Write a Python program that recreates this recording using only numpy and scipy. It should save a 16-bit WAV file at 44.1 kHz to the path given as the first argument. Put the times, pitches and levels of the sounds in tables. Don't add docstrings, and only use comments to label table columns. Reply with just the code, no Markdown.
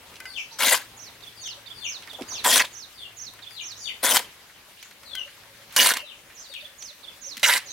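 import sys
import numpy as np
from scipy import signal
from scipy.fft import rfft, irfft, next_fast_len
from scipy.io import wavfile
from scipy.ndimage import uniform_filter1d, map_coordinates

SR = 44100
rng = np.random.default_rng(int(sys.argv[2]) if len(sys.argv) > 2 else 0)


def master_out(mix):
    frames = np.transpose(np.atleast_2d(mix))
    ceiling = np.clip(frames, -1, 1)
    pcm = np.round(ceiling * 32767).astype(np.int16)
    wavfile.write(sys.argv[1], SR, pcm)


def gain_from_decibels(decibels):
    exponent = np.asarray(decibels, float) / 20
    return 10 ** exponent


N = 340452


def unit(x):
    return x / np.sqrt(np.mean(x ** 2) + 1e-20)


def along(points, hz):
    f, v = np.transpose(points)
    return np.interp(np.log(hz + 1), np.log(f + 1), v)


def wobble(rate, size):
    knots = rng.standard_normal(int(size * rate / SR) + 4)
    return map_coordinates(knots, [np.arange(size) * rate / SR])


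def filtered(x, response):
    m = next_fast_len(x.shape[-1] + 8192)
    spectrum = rfft(x, m) * response(np.fft.rfftfreq(m, 1 / SR))
    return irfft(spectrum, m)[..., :x.shape[-1]]


def band(x, lo_hz, hi_hz):
    return unit(filtered(x, lambda f: 1 / np.sqrt((1 + (lo_hz / (f + 1)) ** 8) * (1 + (f / hi_hz) ** 8))))


def spread(pair, alike):
    turn = lambda hz: np.arccos(np.clip(along(alike, hz), -1, 1)) / 2
    mid, side = filtered(pair, lambda hz: np.array([np.cos(turn(hz)), np.sin(turn(hz))]))
    return np.array([mid + side, mid - side])


def lean(db):
    return gain_from_decibels(np.multiply.outer([.5, -.5], np.atleast_1d(db)))


def add(out, s, x):
    part = out[..., round(s * SR):][..., :x.shape[-1]]
    part += x[..., :part.shape[-1]]


def crunch(size, share, spike_db):
    grains = (rng.random(size) < share) * gain_from_decibels(spike_db * np.minimum(rng.exponential(size=size), 3))
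    return rng.standard_normal((2, size)) * (1 + grains)


def patches(x, wide, long, depth_db):
    z = signal.stft(x, nperseg=128)[2]
    field = uniform_filter1d(rng.standard_normal(z.shape[1:]), wide, axis=0)
    field = uniform_filter1d(field, long, axis=1)
    return signal.istft(z * gain_from_decibels(depth_db * unit(field)), nperseg=128)[1][:, :x.shape[-1]]


# [f/Hz, t60/s]
WALL_DECAY = [(300, 0.04), (3000, 0.31), (10000, 0.35)]


def walls(x, stretch):
    hz, t, z = signal.stft(rng.standard_normal((2, SR // 2)), SR, nperseg=256)
    t60 = stretch * along(WALL_DECAY, hz)[:, None]
    tail = signal.istft(z * gain_from_decibels(-60 * t / t60), SR, nperseg=256)[1]
    delayed = np.pad(x, (300, 0))[None]
    return signal.fftconvolve(delayed, tail / np.linalg.norm(tail[0]), axes=1)[:, :N]


# [t/s, level/dB]
AIR_STIR = [(0.0, -57), (1.61, -58.5), (2.49, -52), (2.66, -58), (3.14, -60.5), (4.21, -57.5),
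            (4.56, -61.5), (5.76, -58.5), (5.89, -66), (6.06, -61.5), (6.47, -60.5), (7.72, -59.5)]
# [f/Hz, level/dB per Hz]
AIR_COLOUR = [(15, -40), (25, -7.5), (108, -3.5), (137, -7), (503, -6), (560, -7), (1160, -6.5),
              (1650, -7.5), (3520, -10), (4140, -10), (5880, -9.5), (12200, -7), (16000, -11)]
# [f/Hz, left-right likeness]
AIR_ALIKE = [(40, .995), (240, .97), (950, .7), (3800, .15), (15000, .15)]
# [f/Hz, left-right level/dB]
AIR_LEAN = [(100, 0), (950, 2.5), (3800, .5), (15000, 5)]
# [f/Hz, width/Hz, level/dB, from t/s, to t/s]
DRONES = [
    (558, 27, -68, 4.5, 8.3),
    (910, 30, -59, 0.5, .6),
]
# [t/s, f/Hz, level/dB]
MOTOR = [
    [(0.7, 112.3, -66), (3.92, 107.6, -68.5), (4.05, 101, -81)],
    [(5.1, 89, -73), (5.27, 106.7, -67.5), (5.8, 112.3, -68)],
]
SOIL_DB, SOIL_FOLLOWS = -53.5, 0.55
HISS_DB, HISS_FOLLOWS = -56, 0.44
SLIDE_DB, SLIDE_S = 10, 0.11


def yard():
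    time = np.arange(N) / SR
    air_db = np.interp(time, *np.transpose(AIR_STIR))
    slides = sum(np.exp(-((time - enters) / SLIDE_S) ** 2) for _, _, enters, *_ in LOADS)
    soil_db = SOIL_DB + SOIL_FOLLOWS * (air_db + 59.5) + SLIDE_DB * slides
    hiss_db = HISS_DB + HISS_FOLLOWS * (air_db + 59)

    colour = lambda f: gain_from_decibels(along(AIR_COLOUR, f)) * lean(along(AIR_LEAN, f))
    raw = filtered(spread(crunch(N, share=.002, spike_db=4), AIR_ALIKE), colour)
    raw = patches(raw, 2, 30, depth_db=1.7)
    out = band(raw, 28, 1200) * gain_from_decibels(air_db + 1.5 + 1.3 * wobble(9, size=N))
    out += band(raw, 1680, 4330) * gain_from_decibels(soil_db + 0.79 * wobble(25, size=N))
    out += band(raw, 5000, 25500) * gain_from_decibels(hiss_db + 0.91 * wobble(24, size=N))

    for hz, width_hz, db, start, end in DRONES:
        size = round((end - start) * SR)
        hum = unit(filtered(rng.standard_normal(size), lambda f: 1 / (1 + ((f - hz) / width_hz) ** 2)))
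        add(out, start, hum * gain_from_decibels(db + 3 * wobble(5, size=size)) * signal.windows.tukey(size, .3))
    for rows in MOTOR:
        s, hz, db = np.transpose(rows)
        t = np.arange(s[0], s[-1], 1 / SR)
        level = gain_from_decibels(np.interp(t, s, db) + 2.5 * wobble(6.6, size=len(t)))
        phase = 2 * np.pi * np.cumsum(np.interp(t, s, hz)) / SR
        add(out, s[0], np.sqrt(2) * level * signal.windows.tukey(len(t), .15) * np.sin(phase))
    return out


HOLLOWS = [555, 900, 1630, 1640, 1900]


def patter():
    out, t = np.zeros((2, N)), np.arange(SR // 8) / SR
    for when, pitch, big, side, life in rng.random((300, 5)):
        if life > .7:
            hz = HOLLOWS[int(pitch * len(HOLLOWS))] * (.98 + .04 * side)
        else:
            hz = 600 * 7 ** pitch
        decay = gain_from_decibels(-60 * t / (0.012 + 0.15 * life ** 3))
        ping = np.sin(2 * np.pi * hz * t) * decay * (1 - np.exp(-t / 0.002))
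        add(out, when * N / SR, gain_from_decibels(-59 + 13 * big ** 2 - 6 * life) * ping * lean(8 * side - 3))
    return out


# [f/Hz, left-right likeness]
GRIT_ALIKE = [(60, 1), (600, 0.99), (1600, 1), (4000, 0.89), (8000, 0.66), (15000, 0.97)]
# [t/s, peak level/dB, knock f/Hz, sparkle level/dB re crack, left-right level/dB]
TICKS = [(0.14, -44, 2370, -14, 4), (0.156, -35.5, 2950, -23, -3), (0.164, -39, 2900, -17, -0.5),
         (0.2017, -30, 1970, -3, 7), (0.2545, -30.5, 1540, -22, 7), (1.206, -47, 3230, -23, -2.5),
         (1.4727, -29, 2970, -10, 2), (2.023, -34, 2050, -25, -8), (2.0732, -32.5, 1990, -18, -16),
         (2.131, -34, 3480, -5, -10), (2.2091, -32, 2100, -17, -4), (2.2202, -28, 2260, -20, -13),
         (2.228, -36, 3200, -17, -3), (2.2842, -36, 2230, -17, -10), (3.3354, -40, 1270, 3.5, 13),
         (3.3895, -39, 1870, -19, 10), (3.5065, -37, 1630, -14, 4.0), (3.7174, -35.5, 3910, -9, 1),
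         (4.497, -51, 1630, -22, 13), (4.8265, -30.5, 2820, -5, 1), (4.8537, -50, 1400, -6, 5),
         (4.9098, -38.5, 2000, -9, 1.0), (5.0328, -34.5, 1480, -20, -4), (5.1518, -23.5, 3180, -6, 4),
         (5.4334, -40, 1360, -22, -9), (5.57, -53, 2920, 6, 15), (5.5822, -73, 2290, -12, 12),
         (5.697, -65, 1560, -8, 4), (5.707, -41, 2930, -9, -9), (5.7248, -41, 2730, 7, -4),
         (6.1894, -55, 2340, -14, 4), (6.5382, -29.5, 2800, -11, 2), (6.823, -26.5, 3090, -22, -1),
         (7.369, -23.5, 3260, -6, -1), (7.377, -27.5, 2080, -8, 3), (7.3958, -30, 3330, -4, -3)]
# [t/s, peak level/dB]
RINGS = [
    (0.2033, -31),
    (0.2542, -26.5),
    (5.1515, -29.5),
]
# [f/Hz, level/dB, time/s to fall by 75 dB]
EMPTY_BLADE = [(1540, 3, 0.28), (2040, 3, 0.24), (2480, 2, 0.1), (2950, -3, 0.077)]
# [t/s, peak level/dB, f/Hz]
THUDS = [(2.0287, -28, 3350), (2.074, -24.5, 1790), (2.13, -28, 553), (2.187, -16.5, 636),
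         (2.209, -14, 290), (2.315, -25.5, 990), (3.3854, -31, 1700), (4.495, -34.5, 1530),
         (5.2743, -29, 1740), (6.104, -46, 918), (6.296, -30.5, 1900), (7.37, -31, 189)]
KNOCK_DB, KNOCK_GROWS = -45, 0.26


def stones():
    out, t = np.zeros((2, N)), np.arange(SR // 6) / SR
    for s, db, hz, sparkle_db, side_db in TICKS:
        knock_db = KNOCK_DB + KNOCK_GROWS * (db - KNOCK_DB) - db
        burst = spread(rng.standard_normal((2, len(t))), GRIT_ALIKE) * lean(side_db)
        crack = band(burst, 1460, 7100) + gain_from_decibels(sparkle_db) * band(burst, 10200, 14500)
        crack = crack * gain_from_decibels(-6.5 - 60 * t / 0.026)
        knock = band(burst, .88 * hz, 1.15 * hz) * gain_from_decibels(knock_db - 5 - 60 * t / .09)
        add(out, s, gain_from_decibels(db) * (crack + knock) * (1 - np.exp(-t / 0.0006)))
    for s, db in RINGS:
        ring = 0
        for hz, level, t60 in EMPTY_BLADE:
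            strength = gain_from_decibels(level + 2.9 * wobble(67, size=len(t)) - 75 * t / t60)
            ring = ring + strength * np.sin(2 * np.pi * hz * t + 0.88 * wobble(117, size=len(t)))
        add(out, s, gain_from_decibels(db - 13) * ring * (1 - np.exp(-t / 0.00041)))
    for s, db, hz in THUDS:
        puff = band(rng.standard_normal(len(t)), 1.02 * hz, 1.08 * hz)
        add(out, s, gain_from_decibels(db - 10.0 - 60 * t / 0.08) * (1 - np.exp(-t / 0.0064)) * puff)
    return out


def whistle(hz, db, second_db, rough):
    unsteady_hz = hz * (1 + 0.037 * rough * wobble(421.6, size=len(hz)))
    phase = 2 * np.pi * np.cumsum(unsteady_hz) / SR
    octave = gain_from_decibels(second_db) * (hz / hz.max()) ** 3 * np.sin(2 * phase)
    return np.sqrt(2) * gain_from_decibels(db + 10.5 * rough * wobble(232, size=len(hz))) * (np.sin(phase) + octave)


def glides(rows, bend, second_db, rough, edge):
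    out, ease = np.zeros(N), 0.41
    for s, length, start_hz, end_hz, db in rows:
        u = np.linspace(0, 1, round(length * SR))
        v = u + (4 * bend - 2) * u * (1 - u)
        hz = start_hz + (end_hz - start_hz) * (v - ease * np.sin(2 * np.pi * v) / (2 * np.pi))
        note = whistle(hz, db, second_db + (hz.mean() - 4600) / 60, rough)
        add(out, s, note * np.sin(np.pi * u ** 1.2) ** edge)
    return out


# [t/s, length/s, level/dB]
LEADS = [(0.249, 0.086, -49), (1.353, 0.085, -51), (1.737, 0.085, -47.5), (2.267, 0.069, -49),
         (2.932, 0.091, -54.5), (3.489, 0.05, -52), (3.799, 0.063, -45.5), (6.451, 0.092, -53),
         (7.654, 0.096, -55)]
# [t/s, length/s, start f/Hz, end f/Hz, level/dB]
PEEPS = [(0.335, 0.065, 3670, 2140, -36.5), (1.425, 0.065, 3875, 2684, -40), (1.81, 0.071, 3750, 2155, -38),
         (2.32, 0.066, 3960, 2360, -39.5), (2.985, 0.084, 3630, 2640, -45.5),
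         (3.55, 0.071, 4320, 2280, -40.5), (3.845, 0.063, 3840, 1970, -34.5),
         (5.045, 0.12, 4550, 3900, -53), (5.045, 0.064, 4190, 3600, -51), (5.95, 0.063, 3190, 2630, -41),
         (6.04, 0.1, 4080, 2330, -48.5), (6.51, 0.069, 3910, 2210, -41.5), (7.665, 0.061, 4200, 3800, -49)]
LEAD_HZ, LEAD_SAG_HZ_PER_S = 4990, 8400


def peeps():
    leads = [(s, length, LEAD_HZ, LEAD_HZ - LEAD_SAG_HZ_PER_S * length, db) for s, length, db in LEADS]
    falls = glides(PEEPS, bend=.45, second_db=-9.0, rough=0.36, edge=0.4)
    return falls + glides(leads, bend=.6, second_db=-9.0, rough=0.36, edge=0.4)


# [t/s, length/s, start f/Hz, end f/Hz, level/dB]
FLICKS = [(0.36, 0.024, 5800, 7500, -50), (0.378, 0.016, 4840, 6300, -44.5),
          (0.395, 0.016, 5200, 6600, -48.5), (0.51, 0.023, 3780, 6300, -45), (3.755, 0.03, 5400, 6900, -49),
          (3.772, 0.025, 5400, 6900, -51), (3.835, 0.035, 7200, 6400, -55), (3.793, 0.016, 5100, 7050, -45),
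          (3.812, 0.027, 5400, 7300, -45), (4.77, 0.072, 2600, 7370, -53.5), (5.18, 0.026, 6220, 5800, -52),
          (6.38, 0.034, 4930, 7450, -47)]


def far_bird():
    return glides(FLICKS, bend=0.48, second_db=-70, rough=0.23, edge=0.11)


# [t/s, level/dB]
STROKES = [
    [(0.586, -31), (0.592, -31), (0.618, -26), (0.634, -19), (0.688, -23), (0.734, -20.5), (0.746, -19),
     (0.79, -38), (0.87, -56)],
    [(2.444, -20), (2.446, -22.5), (2.62, -18), (2.634, -42), (2.652, -31), (2.66, -41), (2.71, -64),
     (2.72, -45)],
    [(4.027, -29), (4.043, -22), (4.085, -26), (4.115, -19), (4.137, -26), (4.145, -23.5), (4.175, -20.5),
     (4.181, -28.5), (4.3, -65)],
    [(5.762, -17), (5.772, -19.5), (5.912, -17.5), (5.922, -15), (5.932, -34), (5.94, -29), (5.95, -35),
     (5.968, -27.5), (6.03, -51.5)],
    [(7.43, -16.5), (7.452, -18.5), (7.536, -16.5), (7.55, -20), (7.56, -17.5), (7.582, -22), (7.6, -40),
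     (7.656, -61), (7.69, -57)],
]
# [f/Hz, width/Hz, level/dB]
BARE_BLADE = [
    [(1016, 21, -6), (1365, 31, 5), (2210, 31, -5), (2870, 110, -10), (3280, 49, 1), (6200, 88, -7)],
    [(940, 21, 1), (1870, 33, 1.5), (3270, 90, 2.5), (5770, 120, -7), (6590, 38, -10), (7350, 240, -14)],
    [(1040, 20, -11), (1540, 25, -8), (2074, 55, 1.5), (3440, 160, 0.5), (5100, 29, -11), (7900, 71, -9)],
    [(1690, 51, -5), (2900, 39, 2), (4270, 40, -14), (4700, 120, -6), (6080, 80, -4), (7300, 96, -24)],
    [(1010, 38, -16), (1440, 140, -0.5), (2047, 32, 4), (2830, 23, 3), (3890, 47, -3), (4720, 58, -2)],
]
# [f/Hz, width/Hz, level/dB]
LOADED_BLADE = [
    [(1030, 110, -4), (1600, 52, 3), (1990, 71, 0.5), (4740, 180, -12), (6480, 140, 0), (7540, 54, -7)],
    [(1670, 110, -6), (1920, 32, -5), (2560, 130, -5), (3180, 84, -11), (6100, 38, -2), (6770, 45, -3)],
    [(920, 42, -15), (1600, 24, -9), (2050, 30, -3), (3090, 45, 3.5), (6200, 57, 2), (8100, 100, -2)],
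    [(2140, 34, -1), (2820, 55, 0), (3270, 69, -9), (4280, 72, -6.5), (5700, 55, -10), (6450, 62, -18)],
    [(1600, 180, 0), (1954, 87, 1), (2930, 39, -2), (4720, 41, -11), (5000, 28, -17), (6440, 99, -14)],
]
# [f/Hz, width/Hz, level/dB]
SHAFT = [(272, 31, -29), (1008, 44, 2), (1530, 320, -13.5)]
FILLS = [0.675, 2.555, 4.105, 5.845, 7.495]
# [hiss left-right level/dB, left lead/rad at 8.1 kHz]
STROKE_LEAN = [(9, 0.9), (5, 0.028), (8, 0.5), (1, -0.62), (-1.5, -1.14)]
# [slab rumble level/dB re blade, grit hiss level/dB re blade,
# edge enters soil t/s, soil dulls by level/dB, sinks in/s, hiss top f/Hz]
LOADS = [(-6.5, 0, 0.727, 4, 0.021, 12600), (-3, 1.5, 2.57, 11.5, 0.022, 11700),
         (-4, 1, 4.17, 5.5, .03, 12200), (-9, 0.5, 5.83, 9.5, 0.099, 13000),
         (-15, -3.5, 7.55, 4.5, 0.024, 11900)]
# [f/Hz, level/dB per Hz]
GRIT = [(59, -68), (100, -34), (271, -9), (350, -22.5), (513, -3), (1100, -9), (2000, 1), (2580, -1),
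        (3320, -1), (5300, -2.5), (10700, 4.5), (16000, 5)]
# [t/s, length/s, level/dB]
SKIMS = [
    (2.436, 0.0093, -27.5),
    (5.723, .043, -39.5),
    (7.394, 0.044, -44),
]
# [t/s, peak level/dB]
CATCHES = [(0.5921, -29), (0.6055, -5), (0.6304, -1), (0.7194, -8.5), (2.4455, 3), (2.5424, -15),
           (2.5584, 6), (2.5788, 8), (2.5946, -9), (2.6474, -15), (4.0372, 0.5), (4.0904, 0), (4.1097, 0),
           (4.144, -2), (4.1516, 5.5), (4.1594, 7.5), (4.1685, 8.5), (4.1924, -3.5), (5.7632, 6),
           (5.9144, -18), (5.9374, 0.5), (5.97, -1.5), (7.43, -2), (7.4994, -14), (7.5589, -6),
           (7.5762, -3), (0.668, 3), (0.7355, -7), (0.774, -6), (2.515, -14), (2.567, 1), (2.583, -2),
           (4.045, -4), (4.053, -6), (4.132, -3), (5.771, 2), (5.803, -4), (5.827, -6), (5.86, 7),
           (5.889, 5.5), (5.921, -11), (7.453, -4), (7.505, -11), (7.528, -6), (7.537, -5), (7.565, -12),
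           (7.579, -7)]
FILL_S = 0.025
LIFTED_DB, PRESSED_DB = -40, -22
CATCH_KNOCK_DB, CATCH_SCATTER_DB = -19.5, 2.5


def driven(grains, modes):
    def response(f):
        ring = sum(gain_from_decibels(db) * 1j * f * w / (c * c - f * f + 1j * f * w) for c, w, db in modes + SHAFT)
        return gain_from_decibels(along(GRIT, f)) * (1 + gain_from_decibels(8) * ring)
    return unit(filtered(grains, response))


def scrape():
    out = np.zeros((2, N))
    strokes = zip(STROKES, BARE_BLADE, LOADED_BLADE, FILLS, STROKE_LEAN, LOADS)
    for stroke, bare, full, fills, (lean_db, lead), meets in strokes:
        slab_db, hiss_db, enters, dull_db, sink, top_hz = meets
        s, db = np.transpose(stroke)
        t = np.arange(s[0], s[-1], 1 / SR)
        blade_db = np.interp(t, s, db) - 2.5
        buried_db = dull_db * np.clip((t - enters) / sink, 0, 1)
        pressed = np.clip((blade_db - LIFTED_DB) / (PRESSED_DB - LIFTED_DB), 0, 1)

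        grains = crunch(len(t), share=.02, spike_db=0.0)
        load = np.clip(.5 + (t - fills) / FILL_S, 0, 1)
        raw = spread((1 - load) * driven(grains, bare) + load * driven(grains, full), GRIT_ALIKE)
        raw = filtered(raw, lambda f: np.exp(1j * np.outer([.5, -.5], lead * f / 8100.0)))
        raw = patches(raw, 3, 14, depth_db=4.2)

        slip = .35 * wobble(90, size=len(t)) + 1.6 * wobble(330, size=len(t))
        blade = band(raw, 1190, 4380) * gain_from_decibels(blade_db + slip) * lean(0.41 * lean_db - 2.5)
        slab = band(raw, 184, 1020) * gain_from_decibels(blade_db + slab_db - pressed * buried_db + 0.2 * slip)
        hiss = band(raw, 3940, top_hz) * gain_from_decibels(blade_db + hiss_db - buried_db + slip) * lean(lean_db)
        add(out, s[0], (blade + slab + hiss) * (1 - np.exp((s[0] - t) / 0.0023)))
    for s, length, db in SKIMS:
        u = np.linspace(0, 1, round(length * SR))
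        brush = spread(crunch(len(u), share=.01, spike_db=11), GRIT_ALIKE)
        add(out, s, band(brush, 570, 11000) * gain_from_decibels(db - 12 * (1 - u)))
    t = np.arange(SR // 20) / SR
    for s, db in CATCHES:
        burst = spread(rng.standard_normal((2, len(t))), GRIT_ALIKE)
        fade = gain_from_decibels(db - 18.5 - 60 * t / 0.023) + gain_from_decibels(db - 13 - 60 * t / 0.0034)
        crack = band(burst, 960, 11600) * fade * (1 - np.exp(-t / 0.00087))
        low_db = CATCH_KNOCK_DB + CATCH_SCATTER_DB * rng.normal()
        add(out, s, crack + band(burst, 210, 1700) * gain_from_decibels(db + low_db - 21.0 - 60 * t / 0.053))
    return out


# [t/s, f/Hz, level/dB]
HIGH = [(0, 6054, -17), (.012, 6950, -4.5), (.038, 5550, -1.5), (.059, 6630, 3), (.09, 5064, -3),
        (.097, 4910, -11.5), (.104, 4480, 0.5), (.13, 3650, -2), (.142, 3130, -29)]
# [t/s, f/Hz, level/dB]
LOW = [(0, 3690, -12), (.006, 3733, 1), (.017, 3490, 2.5), (.022, 3135, -12), (.028, 2774, -13),
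       (.042, 3385, -3), (.052, 3530, 6), (.06, 3300, -3.5), (.068, 2900, -8)]
# [t/s, f/Hz, level/dB]
HOOK = [(-.005, 3370, -5), (0, 4120, -1.5), (.004, 4600, -9), (.012, 4600, -4)]
# [t/s, level/dB]
HIGH_AT = [(0.964, -49), (1.406, -43), (1.84, -39.5), (2.277, -39), (2.721, -44.5), (3.162, -44),
           (3.606, -43), (6.342, -49), (6.779, -44.5), (7.209, -42), (7.65, -45)]
# [t/s, level/dB]
LOW_AT = [(1.228, -48), (1.665, -45), (2.098, -44), (2.984, -50), (3.426, -47), (6.605, -47.5),
          (7.035, -47)]


def songbird():
    out = np.zeros(N)
    for shape, times in ((HIGH, HIGH_AT), (LOW, LOW_AT), (HOOK, LOW_AT)):
        s, hz, level = np.transpose(shape)
        t = np.arange(s[0], s[-1], 1 / SR)
        track = uniform_filter1d(np.interp(t, s, hz), size=len(t) // 14, mode="nearest")
        for start, db in times:
            note = whistle(track, db + np.interp(t, s, level), second_db=-43, rough=0.18)
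            add(out, start + s[0], note)
    return out


# [t/s, peak level/dB, f/Hz]
CLUCKS = [(1.568, -41, 570), (4.68, -50, 610), (5.121, -44, 552), (5.255, -40, 572), (6.024, -37, 592),
          (6.492, -43, 562), (6.622, -39.5, 601), (6.902, -45, 590), (7.265, -43, 550)]


def hen():
    out, u = np.zeros(N), np.linspace(0, 1, round(0.03 * SR))
    for s, db, hz in CLUCKS:
        cluck = whistle(hz * (1 + 0.0067 * u), db - 10.5, second_db=-33, rough=0.098)
        add(out, s, cluck * np.sin(np.pi * u))
    return out


# [t/s, length/s, start f/Hz, end f/Hz, level/dB]
NEAR_PEEP = [
    (5.11, 0.14, 3566, 2750, -39.5),
]


def bold_chick():
    return glides(NEAR_PEEP, bend=0.58, second_db=-20, rough=0.42, edge=0.44)


def scene():
    shovel = scrape() + stones()
    song, flicks, chicks, bold = songbird(), far_bird(), peeps(), bold_chick()
    near = shovel + gain_from_decibels(-16.5) * walls(shovel.mean(0), stretch=0.61) + patter()
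    left = chicks * lean(19) * gain_from_decibels(-8.5) + gain_from_decibels(2.0) * walls(chicks, stretch=0.91) * lean(4.4)
    left = left + hen() * lean(1.3)
    left = left + bold * lean(13) + gain_from_decibels(-2.5) * walls(bold, stretch=0.85) * lean(4)
    right = (song + gain_from_decibels(-5.5) * flicks) * lean(-12.0)
    right = right + gain_from_decibels(-1.5) * walls(song + gain_from_decibels(3.5) * flicks, stretch=0.85) * lean(1)
    return near + left + right + yard()


def roll_off(x):
    return signal.sosfilt(signal.butter(12, 16650, fs=SR, output="sos"), x)


def record(dry):
    soft = dry / (1 + np.abs(dry / .72) ** 8) ** (1 / 8)
    mix = filtered(soft, lambda f: f < 15950)
    return roll_off(mix)


dry = scene()
out = record(dry)
master_out(out)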